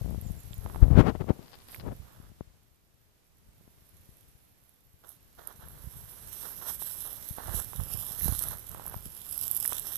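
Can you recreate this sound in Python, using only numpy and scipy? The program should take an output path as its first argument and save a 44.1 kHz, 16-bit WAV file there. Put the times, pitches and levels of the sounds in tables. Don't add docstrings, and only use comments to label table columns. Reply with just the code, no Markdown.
import sys
import numpy as np
from scipy import signal
from scipy.fft import rfft, irfft, next_fast_len
from scipy.io import wavfile
from scipy.ndimage import uniform_filter1d

SR = 44100
rng = np.random.default_rng(int(sys.argv[2]) if len(sys.argv) > 2 else 0)


def persist_wave(psi):
    counts = np.round(np.clip(psi, -1, 1) * 32767).astype(np.int16)
    wavfile.write(sys.argv[1], SR, np.atleast_2d(counts).T)


N = 439677
TIME = np.arange(N) / SR
TOP_HZ = 14600
# (time [s], relative level [dB])
NOISE_FLOOR = [(0, -66.5), (1.3, -70), (1.95, -70), (2.8, -81), (4.1, -75), (4.87, -79), (6.4, -67),
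               (9.16, -68), (9.97, -66.5)]


def snake(rate=300, spread_db=3.5, patchy_db=1.56, break_s=0.0016, snap_s=0.0014, settle_s=0.017):
    # (frequency [Hz], gain [dB])
    leaf_spectrum = [(1200, -27.5), (2400, -23), (3500, -21.5), (7000, -19), (8400, -14), (9500, -14.5),
                     (10800, -5), (12400, -2), (13500, -9.5), (14600, -14)]
    # (time [s], ratio of breaking to sliding [dB])
    brittleness = [(5.4, 0), (6.0, -7.5), (8.2, -1), (8.6, 1)]
    # (time [s], relative level [dB])
    glide = [(0, -59.5), (0.75, -52.5), (1.05, -68.5), (2.15, -62), (2.5, -77), (3.3, -74.5), (3.87, -62),
             (4.95, -68.5), (5.35, -63.5), (5.4, -53.5), (5.7, -53.5), (6.3, -44.5), (7.4, -43), (7.8, -40),
             (8.6, -47.5), (9.28, -43), (9.97, -35)]
    # (start [s], duration [s], relative level [dB])
    pushes = [(1.72, 0.036, -47), (5.088, 0.033, -49.5), (5.92, 0.11, -52), (6.34, 0.15, -39.5),
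              (6.68, 0.041, -35), (6.83, 0.088, -33.5), (7.0, 0.12, -39), (7.565, 0.032, -29.5),
              (7.92, 0.28, -37), (8.24, 0.2, -31.5), (9.33, 0.14, -34.5), (9.53, 0.2, -33)]
    # (time [s], relative peak level [dB])
    snaps = [(0.105, -32), (0.213, -26), (0.542, -28), (0.58, -33), (1.751, -28), (5.091, -24.5),
             (5.473, -15.5), (5.685, -29.5), (7.129, -19), (7.553, -17), (7.974, -16), (8.423, -10.5),
             (8.486, -12.5), (8.594, -26), (8.693, -21), (8.864, -17), (8.879, -17), (8.897, -20.5),
             (9.311, -17), (9.378, -11), (9.412, -13), (9.48, -15), (9.513, -5), (9.548, -10.5),
             (9.566, -5), (9.574, -10), (9.601, -11), (9.645, -12), (9.658, -16), (9.677, -7), (9.693, -11),
             (9.796, -13)]
    t = np.arange(2048) / SR
    breaking = np.abs(signal.fftconvolve(grains(rate, spread_db) ** 2, np.exp(-2 * t / break_s))[:N])
    ratio = swell(brittleness) ** 2
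    energy = (1 + ratio * breaking / breaking.mean()) / (1 + ratio)
    bursts = np.sqrt(energy) * rng.standard_normal(N) * undb(patchy_db * drift(50))
    effort = np.hypot(swell(glide), strokes(pushes, attack_s=0.082, release_s=0.19))
    rustle = shimmer(colour(bursts, leaf_spectrum), rate=11, depth_db=2)
    out = unit(case_echo(rustle)) * effort * undb(2)
    needle_band = signal.butter(1, [10200, 12800], "band", fs=SR, output="sos")
    snap_and_settle = np.exp(-(t / snap_s) ** 2) + undb(-22) * np.exp(-t / settle_s)
    for s, db in snaps:
        crack = rng.choice([-1, 1], len(t)) * snap_and_settle
        add(out, s, colour(signal.sosfilt(needle_band, crack), leaf_spectrum), db - 2)
    return out


def shimmer(x, rate, depth_db, count=18):
    size = next_fast_len(N)
    spectrum, hz = rfft(x, size), np.fft.rfftfreq(size, 1 / SR)
    centres = np.linspace(0, TOP_HZ, count)
    bands = (irfft(spectrum * np.interp(hz, centres, row), size)[:N] for row in np.eye(count))
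    return sum(band * undb(depth_db * drift(rate)) for band in bands)


def footsteps(rate=750, spread_db=2, patchy_db=2, ring_s=0.00082):
    # (frequency [Hz], gain [dB])
    soil_spectrum = [(100, -2), (400, -0.5), (1100, -4.5), (1700, -5), (2500, -18), (4200, -16),
                     (7000, -27.5)]
    # (start [s], duration [s], level [dB])
    steps = [(0.62, 0.25, -56.5), (2.02, 0.25, -60.5), (5.04, 0.043, -57.5), (5.385, 0.12, -51),
             (5.603, 0.039, -51.5), (5.7, 0.11, -59), (6.42, 0.058, -49), (6.61, 0.081, -43),
             (7.05, 0.043, -49.5), (7.378, 0.032, -41), (7.46, 0.14, -44), (7.73, 0.62, -53.5),
             (8.24, 0.1, -47), (8.41, 0.12, -45.5), (8.71, 0.25, -51.5), (9.69, 0.063, -48.5),
             (9.85, 0.074, -48.5)]
    # (start [s], duration [s], level [dB])
    scuffing = [(5.65, 6.1, -61)]
    # (time [s], relative peak level [dB], frequency [Hz])
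    stones = [(0.533, -31.5, 3500), (0.662, -22, 880), (0.699, -28, 1010), (0.747, -27, 970),
              (0.76, -21.5, 810), (1.746, -25.5, 2200), (6.821, -27, 880), (7.384, -21, 760),
              (7.403, -28, 900), (7.483, -22, 774), (7.733, -25, 1010), (7.801, -26, 1070),
              (8.211, -28.5, 1970), (8.281, -19.5, 764), (8.326, -27, 1050), (8.748, -26, 990),
              (8.797, -26, 920), (8.856, -29.5, 860), (8.875, -29, 1180), (8.943, -22, 960),
              (9.652, -22.5, 1800), (9.724, -18, 1130)]
    crunch = grains(rate, spread_db) * undb(patchy_db * drift(60))
    weight = np.hypot(strokes(steps, attack_s=0.012, release_s=0.064),
                      strokes(scuffing, attack_s=0.3, release_s=0.2))
    out = unit(case_echo(colour(crunch, soil_spectrum))) * weight
    t = np.arange(512) / SR
    for s, db, hz in stones:
        add(out, s, np.sin(2 * np.pi * hz * t) * np.exp(-t / ring_s), db - 1)
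    return out


def finger_bumps(low_cut_hz=75, let_go_ms=1.5, lead_s=0.02):
    # (time [s], relative peak level [dB], contact time [ms], port [0 left, 1 right])
    impacts = [(0.061, -25.5, 0.14, 0), (0.11, -26.5, 0.12, 0), (0.147, -24.5, 0.14, 0),
               (0.179, -23, 1.2, 0), (0.264, -27, 0.91, 0), (0.308, -21.5, 1.3, 0), (0.587, -25, 3.2, 0),
               (0.654, -27, 1, 0), (0.828, 1.5, 2.8, 0), (0.912, -7.5, 1.15, 0), (0.927, -8, 2.7, 0),
               (0.955, -7, 2.1, 0), (0.976, -2.5, 0.52, 0), (0.988, -3, 0.55, 0), (1.006, -5, 0.93, 0),
               (1.152, -18, 0.12, 0), (1.21, -18.5, 0.13, 0), (1.243, -24.5, 0.15, 0),
               (1.305, -4.5, 0.22, 0), (1.393, -30, 0.16, 0), (1.876, -24.5, 1.3, 0), (2, -31.5, 2.2, 1),
               (2.201, -37, 0.51, 0), (2.318, -43, 0.26, 0), (2.409, -22, 0.12, 0), (3.489, -45.5, 1.7, 1),
               (3.611, -45.5, 0.2, 1), (3.678, -41, 0.15, 0), (4.091, -42.5, 0.71, 0), (4.353, -46, 2, 0),
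               (4.942, -48.5, 1.5, 0), (5.873, -28.5, 1.8, 1), (7.31, -27.5, 1.5, 0), (7.794, -20, 2, 1),
               (8.259, -20, 1.05, 1), (8.291, -23.5, 0.76, 1), (8.324, -21.5, 1.4, 1), (8.965, -28, 1.7, 0),
               (9.063, -33.5, 0.42, 0)]
    out = np.zeros((2, N))
    ms = 1000 * (np.arange(int(3 * lead_s * SR)) / SR - lead_s)
    bass_cut = signal.butter(2, low_cut_hz, "high", fs=SR, output="sos")
    for s, db, contact_ms, port in impacts:
        fall_ms = max(contact_ms, let_go_ms)
        pulse = -np.exp(-np.logaddexp(-ms / contact_ms, ms / fall_ms))
        add(out[port], s - lead_s, signal.sosfilt(bass_cut, pulse), db + 1)
    return out


def finger_friction(firm_db=-31, soft_hz=900):
    # (frequency [Hz], gain [dB])
    skin_spectrum = [(30, -16.5), (130, 1), (300, -3.5), (600, -9), (1300, -18.5), (3000, -31.5),
                     (8000, -50.5), (14500, -50.5)]
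    # (start [s], duration [s], relative level [dB])
    rubs = [(0.655, 0.19, -47), (0.83, 0.0094, -25.5), (0.876, 0.004, -38), (0.912, 0.19, -33.5),
            (0.986, 0.022, -15), (1.07, 0.027, -21), (1.152, 0.0069, -31.5), (1.209, 0.0081, -27.5),
            (1.293, 0.013, -26), (1.33, 0.12, -50), (1.865, 0.023, -33.5), (1.915, 0.0095, -36)]
    # (start [s], duration [s], relative level [dB])
    brushes = [(1.425, 0.18, -60), (1.535, 0.01, -46), (1.695, 0.056, -50.5), (1.802, 0.0073, -42)]
    # (frequency [Hz], gain [dB])
    brush_spectrum = [(800, 4), (2600, -4), (5000, 0), (6300, -22), (14000, -37)]
    slips = unit(colour(grains(rate=4000, spread_db=2), skin_spectrum))
    force = strokes(rubs, attack_s=0.046, release_s=0.025)
    dull = signal.sosfilt(signal.butter(1, soft_hz, fs=SR, output="sos"), slips)
    firmness = force / (force + undb(firm_db))
    rub = force * (dull + firmness * (slips - dull))
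    brush = unit(colour(grains(rate=1700, spread_db=5.5), brush_spectrum))
    brush *= strokes(brushes, attack_s=0.0326, release_s=0.06)
    return rub * undb(1.5) + brush * undb(2)


def grip(port, tremor_db, rate=130, spread_db=2, patchy_db=4):
    # (frequency [Hz], gain [dB])
    rumble_spectrum = [(15, -19), (45, 3), (110, 0), (170, -7), (300, -23.5), (700, -27), (2000, -66)]
    # (start [s], duration [s], relative level left [dB], relative level right [dB])
    shifts = [(0, 0.36, -38, -54), (0.426, 0.56, -47.5, -55), (0.848, 0.15, -22, -62),
              (1.066, 0.17, -40, -67.5), (1.786, 0.25, -51.5, -46.5), (2.178, 0.29, -60.5, -63),
              (3.482, 0.7, -69.5, -67), (5.388, 0.69, -59.5, -58), (5.85, 0.15, -62, -45),
              (7.448, 0.49, -66, -36.5), (7.767, 0.33, -59, -45.5), (8.268, 0.039, -50, -25.5),
              (8.37, 0.21, -49, -43), (8.68, 0.43, -59, -47.5)]
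    moves = [(s, length, levels[port]) for s, length, *levels in shifts]
    thuds = grains(rate, spread_db) * undb(patchy_db * np.tanh(2 * drift(13)))
    tremor = swell(NOISE_FLOOR) * undb(tremor_db)
    force = np.hypot(strokes(moves, attack_s=0.08, release_s=0.088), tremor)
    return unit(colour(thuds, rumble_spectrum)) * force


def bird(start_hz=7600, end_hz=6780, waver_db=4, quaver_hz=110):
    # (start [s], duration [s], relative peak level [dB])
    notes = [(0.231, 0.069, -54.5), (0.358, 0.087, -60), (0.514, 0.075, -56)]
    out = np.zeros(N)
    waver, quaver = undb(waver_db * drift(131.5)), quaver_hz * drift(500)
    for s, length, db in notes:
        progress = np.linspace(0, 1, int(length * SR))
        hz = start_hz + (end_hz - start_hz) * progress + quaver[int(s * SR):][:len(progress)]
        envelope = np.sqrt(progress * (1 - progress))
        add(out, s, np.sin(2 * np.pi * np.cumsum(hz) / SR) * envelope, db)
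    return out * waver


def hiss():
    # (frequency [Hz], gain [dB])
    air_spectrum = [(100, 17), (300, 13.5), (700, 7.5), (1500, 4), (9000, -1.5)]
    noise = unit(colour(rng.standard_normal(N), air_spectrum))
    return noise * swell(NOISE_FLOOR) * undb(11.5 + 0.5 * drift(4.7))


def camera_whine(centre_hz=12300, jitter_hz=6, level_db=-84):
    hz = centre_hz + jitter_hz * drift(30.07)
    return undb(level_db) * unit(np.sin(2 * np.pi * np.cumsum(hz) / SR))


def case_echo(x):
    # (time [s], nominal delay [ms])
    delays = [(6.6, 0.415), (7.45, 0.41), (8.0, 0.445), (8.3, 0.395), (9.5, 0.455), (9.85, .41)]
    delay_s = np.interp(TIME, *np.transpose(delays)) / 1000 * (1 + 0.025 * drift(6))
    echo = np.interp(np.arange(N) - delay_s * SR, np.arange(N), uniform_filter1d(x, size=4))
    strength = 0.66 * (1 + 0.25 * np.tanh(drift(4)))
    return x - strength * echo


def grains(rate, spread_db):
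    happens = rng.random(N) < rate / SR
    strength = undb(spread_db * np.minimum(rng.exponential(size=N), 4.5))
    return happens * strength * rng.choice([-1, 1], N)


def colour(x, spectrum, size=4096):
    hz, db = np.transpose(spectrum)
    bins = np.maximum(np.fft.rfftfreq(size, 1 / SR), 1)
    gain = undb(np.interp(np.log(bins), np.log(hz), db))
    cepstrum = irfft(np.log(gain))
    cepstrum[1:size // 2] *= 2
    cepstrum[size // 2 + 1:] = 0
    impulse_response = irfft(np.exp(rfft(cepstrum)))
    return signal.fftconvolve(x, impulse_response)[:len(x)]


def strokes(rows, attack_s, release_s):
    power = np.zeros(N)
    for s, length, db in rows:
        rise, fall = min(attack_s, 2 * length), min(release_s, 2 * length)
        span = slice(*np.searchsorted(TIME, [s - 4 * rise, s + length + 4 * fall]))
        t = TIME[span] - s
        edges = np.maximum(-t, 0) / rise + np.maximum(t - length, 0) / fall
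        power[span] += undb(db - 20 * edges) ** 2
    return np.sqrt(power)


def drift(rate):
    hold = max(int(SR / rate), 1)
    stairs = np.repeat(rng.standard_normal(N // hold + 1), hold)
    return unit(uniform_filter1d(stairs, hold)[:N])


def swell(curve):
    return undb(np.interp(TIME, *np.transpose(curve)))


def add(track, s, sound, db):
    start = max(int(s * SR), 0)
    part = sound[:max(N - start, 0)]
    track[start:start + len(part)] += undb(db) * part / np.abs(sound).max()


def undb(db):
    return 10 ** (np.asarray(db) / 20)


def unit(x):
    return x / np.sqrt(np.mean(x ** 2))


def scene():
    whine = camera_whine()
    left_grip = grip(port=0, tremor_db=6) * undb(6.5)
    right_grip = grip(port=1, tremor_db=8.5) * undb(-1)
    left = finger_friction() + left_grip + hiss() + undb(-33.5) * snake()
    right = snake() + footsteps() + bird() + whine + right_grip + hiss()
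    return np.array([left, right]) + finger_bumps()


def record(dry):
    rounded = dry / (1 + dry ** 6) ** (1 / 6)
    return signal.sosfilt(signal.ellip(10, 0.2, 70, TOP_HZ, fs=SR, output="sos"), rounded)


dry = scene()
out = record(dry)
persist_wave(out)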